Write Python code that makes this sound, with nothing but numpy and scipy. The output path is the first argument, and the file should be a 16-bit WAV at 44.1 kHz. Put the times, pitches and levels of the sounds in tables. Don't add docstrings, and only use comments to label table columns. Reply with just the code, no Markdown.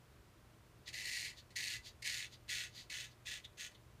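import sys
import numpy as np
from scipy import signal
from scipy.fft import rfft, irfft
from scipy.io import wavfile

SR = 44100
rng = np.random.default_rng(int(sys.argv[2]) if len(sys.argv) > 2 else 0)


def bounce(signal):
    frames = np.transpose(np.atleast_2d(signal))
    limited = np.clip(frames, -1, 1)
    pcm = np.round(limited * 32767).astype(np.int16)
    wavfile.write(sys.argv[1], SR, pcm)


N = 176400
T = np.arange(N) / SR
RESPONSE_SAMPLES = 2049
WHISKERS_PER_S, SKIN_GRAINS_PER_S = 2000, 5500


def razor():
    # f/Hz, level/dB
    tip_spectrum = [(400, -27), (1000, -24), (1350, -46.5), (1580, -14), (1800, -1.5), (2150, 1.5),
                    (2550, -3.5), (2900, -4), (3400, -13), (4000, 0.5), (4500, 2), (5000, -4), (5800, -8),
                    (6900, -6), (7800, -11.5), (9400, -10.5), (10300, -20), (11200, -17), (15000, -24)]
    edge_spectrum = [(400, -44), (1100, -20), (1350, -14), (1580, -9), (1750, -0.5), (2200, -3),
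                     (2650, 1.5), (2870, -3), (3500, 0.5), (4200, -1), (4700, -5), (5600, -8), (6600, -3),
                     (7800, -10.5), (9200, -12), (10300, -23.5), (11200, -20), (15000, -22.5)]
    skin_spectrum = [(500, -47), (1450, -22), (1900, -7.5), (2800, -7), (3500, -1), (4500, 4), (5500, -7.5),
                     (6500, -4), (8000, -14.5), (10300, -19), (15000, -23)]
    tip, edge, skin = map(contact_response, (tip_spectrum, edge_spectrum, skin_spectrum))
    # start t/s, rise t/s, ease-off t/s, release t/s, level/dB, drift to ease-off/dB,
    # mid-stroke swell/dB, treble/dB, first and last share of edge in contact, relative sizzle/dB
    strokes = [(.924, .018, 1.255, .105, -47.5, 3.5, 1.5, 0, .02, .2, -20),
               (1.555, .009, 1.74, .075, -40.5, -4, .2, 0, .1, .5, -14),
               (2.041, .01, 2.237, .06, -38.5, -8.5, .2, -.5, .03, .75, -13),
               (2.476, .026, 2.625, .085, -42, -2, 1.5, -1, .55, .8, -14),
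               (2.896, .03, 3.045, .065, -46, -5, 2.5, 0, .7, .95, -9),
               (3.25, .022, 3.375, .05, -45, -8, 2.5, 0, .75, .95, -13),
               (3.57, .01, 3.668, .035, -52.5, 0, 4, 1.5, .9, .95, -4)]
    cuts = np.zeros(N)
    for start, *settings in strokes:
        add(cuts, start, stroke(tip, edge, start, *settings))
    return cuts + touches(tip) + slides(skin) + smacks(skin) + snaps(tip + edge)


def stroke(tip, edge, start, rise, ease, release, db, drift_db, swell_db, treble_db,
           first, last, sizzle_db):
    t = T[:SR * 3 // 4]
    hold = ease - start
    progress = np.minimum(t / hold, 1)
    held_db = db + drift_db * progress + swell_db * np.sin(np.pi * progress)
    release_db = -30 * (np.maximum(t - hold, 0) / release) ** 1.56
    pressure = np.minimum(t / rise, 1) * amp(held_db + release_db)
    contact = first + (last - first) * progress
    drive = pressure * grains(len(t), WHISKERS_PER_S)
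    cut = through(drive * (1 - contact), tip) + through(drive * contact, edge)
    sizzle = through(pressure * grains(len(t), WHISKERS_PER_S), mode(hz=6360, width_hz=330))
    arch = np.sin(np.pi * np.minimum(t / (hold + release), 1))
    cut = brighten(cut, treble_db + 3 * (arch - 1))
    return cut + amp(sizzle_db - 4.5) * np.diff(sizzle, prepend=0)


def contact_response(spectrum):
    # f/Hz, bandwidth/Hz, gain/dB
    resonances = [(1452, 26, 15), (1719, 35, 5.5), (1919, 51, 11), (2004, 11.7, 10.5), (2130, 50, 3),
                  (2540, 45, 0), (2637, 52, 8), (2710, 48, 1), (2985, 13, 3.5), (3017, 51, 7),
                  (3160, 43, 2), (3487, 60, 9), (4500, 18, -12), (4360, 75, 0.5)]
    hz = abs(np.fft.fftfreq(2 * RESPONSE_SAMPLES, 1 / SR))
    peaks_db = sum(db / (1 + (2 * (hz - f) / width) ** 2) for f, width, db in resonances)
    log_gain = np.log(amp(level_at(spectrum, hz) + peaks_db))
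    transfer = np.exp(np.conj(signal.hilbert(log_gain)))
    response = np.fft.ifft(transfer).real[:RESPONSE_SAMPLES]
    return response / np.linalg.norm(response)


def grains(size, per_s, snap_s=.00028, rub_db=-8):
    strengths = amp(3.6 * np.minimum(rng.exponential(1, size), 3))
    impulses = strengths * (rng.random(size) < per_s / SR)
    power = signal.lfilter([1], [1, -np.exp(-1 / (snap_s * SR))], impulses ** 2)
    envelope = np.sqrt(power / (power.mean() + 1e-12) + amp(rub_db) ** 2)
    rasp = envelope * rng.standard_normal(size)
    judder = amp(.26 * wander(size, hz=145.7))
    return unit(rasp * judder)


def snaps(response):
    # t/s, peak level/dB
    whiskers = [(.8905, -36), (.933, -38), (1.056, -33), (1.092, -33), (1.0995, -33), (1.562, -31),
                (1.587, -32), (2.076, -26), (2.1005, -32), (2.4925, -32), (2.9045, -36), (3.317, -33),
                (3.374, -39), (3.609, -32), (3.6305, -38)]
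    out = np.zeros(N)
    for start, db in whiskers:
        add(out, start, amp(db) * response / abs(response).max())
    return out


def touches(tip, rise_s=.009, fall_s=.013):
    # t/s, time until decay/s, level/dB
    landings = [(0.871, 0.024, -54), (1.501, 0.0094, -63), (2.019, 0.0078, -47), (2.896, 0.0046, -44.5),
                (3.269, 0.0062, -49), (3.706, 0.0064, -62.5)]
    t = T[:SR // 8]
    out = np.zeros(N)
    for start, length, db in landings:
        envelope = amp(db) * np.minimum(t / rise_s, 1) * np.exp(-np.maximum(t - length, 0) / fall_s)
        add(out, start, through(envelope * grains(len(t), WHISKERS_PER_S), tip))
    return out


def slides(skin):
    # centre t/s, standard deviation/s, level/dB, treble/dB
    passes = [(0.88, 0.011, -49.5, -7), (1.387, .014, -56, -1.5), (1.87, .019, -52, 0.5),
              (2.336, 0.015, -60, 2), (2.788, .031, -53, 0), (3.118, .013, -68.5, 1.5)]
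    t = T[:SR // 2]
    out = np.zeros(N)
    for centre, sigma, db, treble_db in passes:
        swell = amp(db) * np.exp(-.5 * (t / sigma - np.pi) ** 2)
        friction = brighten(swell * grains(len(t), SKIN_GRAINS_PER_S), treble_db)
        add(out, centre - np.pi * sigma, through(friction, skin))
    return out


def smacks(skin, rise_s=.005, fall_s=.007):
    # peak t/s, level/dB, resonance f/Hz
    lifts = [(3.450, -52, 3720), (3.752, -60.5, 3850)]
    lead_s = 4 * rise_s
    t = T[:SR // 4] - lead_s
    envelope = np.exp(np.minimum(t / rise_s, -t / fall_s))
    out = np.zeros(N)
    for peak, db, hz in lifts:
        burst = amp(db) * envelope * grains(len(t), SKIN_GRAINS_PER_S)
        smack = amp(-1) * burst + amp(-6.5) * through(burst, mode(hz, width_hz=800))
        add(out, peak - lead_s, through(smack, skin))
    return out


def room(x, t60_s=.19, tail_db=-10.5, echo_db=-9.5, echo_span_s=.011, echoes=8):
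    t = T[:SR // 2]
    tail = rng.standard_normal(len(t)) * amp(-60 * t / t60_s) * (t > echo_span_s / 2)
    response = amp(tail_db) * tail / np.linalg.norm(tail)
    for delay in echo_span_s * rng.uniform(.1, 1, size=echoes):
        add(response, delay, amp(echo_db) * rng.choice([-1, 1], size=1) / np.sqrt(echoes))
    return x + through(x, response)


def room_noise(db=-64):
    # f/Hz, relative level/dB
    spectrum = [(12, -59), (20, -19), (49, -0.5), (82, -1), (121, -1.5), (169, -9.5), (249, -10.5),
                (286, -16.5), (319, -10.5), (497, -15), (603, -16), (865, -19.5), (966, -17), (4820, -29),
                (15000, -36.5)]
    gain = amp(level_at(spectrum, np.fft.rfftfreq(N, 1 / SR)))
    return amp(db) * unit(irfft(rfft(rng.standard_normal(N)) * gain, N))


def mains_hum(waver_db=2.2):
    # f/Hz, rms level/dB
    tones = [(59.5, -82), (119, -73.5), (323, -86.5), (602, -83.5)]
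    out = np.zeros(N)
    for hz, db in tones:
        amplitude = np.sqrt(2) * amp(db + waver_db * wander(N, hz=3.9))
        out += amplitude * np.sin(2 * np.pi * hz * T + .5 * wander(N, hz=3.8))
    return out


def bumps():
    # centre t/s, standard deviation/s, f/Hz, rms level at the centre/dB
    bursts = [(1.772, .022, 118, -60), (1.803, .018, 55, -60), (1.905, .025, 45, -67),
              (1.17, .025, 62, -67)]
    out = np.zeros(N)
    for centre, sigma, hz, db in bursts:
        t = T - centre
        out += np.sqrt(2) * amp(db) * np.exp(-.5 * (t / sigma) ** 2) * np.sin(2 * np.pi * hz * t)
    return out


def mode(hz, width_hz):
    t = T[:2 * RESPONSE_SAMPLES]
    ring = np.exp(-np.pi * width_hz * t) * np.sin(2 * np.pi * hz * t)
    return ring / np.linalg.norm(ring)


def brighten(x, db, corner_hz=5260):
    treble = signal.sosfiltfilt(signal.butter(2, corner_hz, "high", fs=SR, output="sos"), x)
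    return x + (amp(db) - 1) * treble


def wander(size, hz):
    position = np.arange(size) * hz / SR
    return np.interp(position, np.arange(2048), rng.standard_normal(2048)) * np.sqrt(1.5)


def level_at(spectrum, hz):
    f, db = np.transpose(spectrum)
    return np.interp(np.log(hz + 1), np.log(f + 1), db)


def amp(db):
    return 10 ** (np.asarray(db) / 20)


def unit(x):
    return x / np.sqrt(np.mean(x ** 2) + 1e-20)


def add(mix, start_s, sound):
    part = mix[max(round(start_s * SR), 0):][:len(sound)]
    part += sound[:len(part)]


def through(x, response):
    return signal.fftconvolve(x, response)[:len(x)]


def scene():
    return (room(razor()) + room_noise() + mains_hum() + bumps())[None]


def record(dry, cutoff_hz=15450):
    lowpass = signal.firwin(511, cutoff_hz, window=("kaiser", 9), fs=SR)
    return signal.oaconvolve(dry, lowpass[None], "same")


dry = scene()
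out = record(dry)
bounce(out)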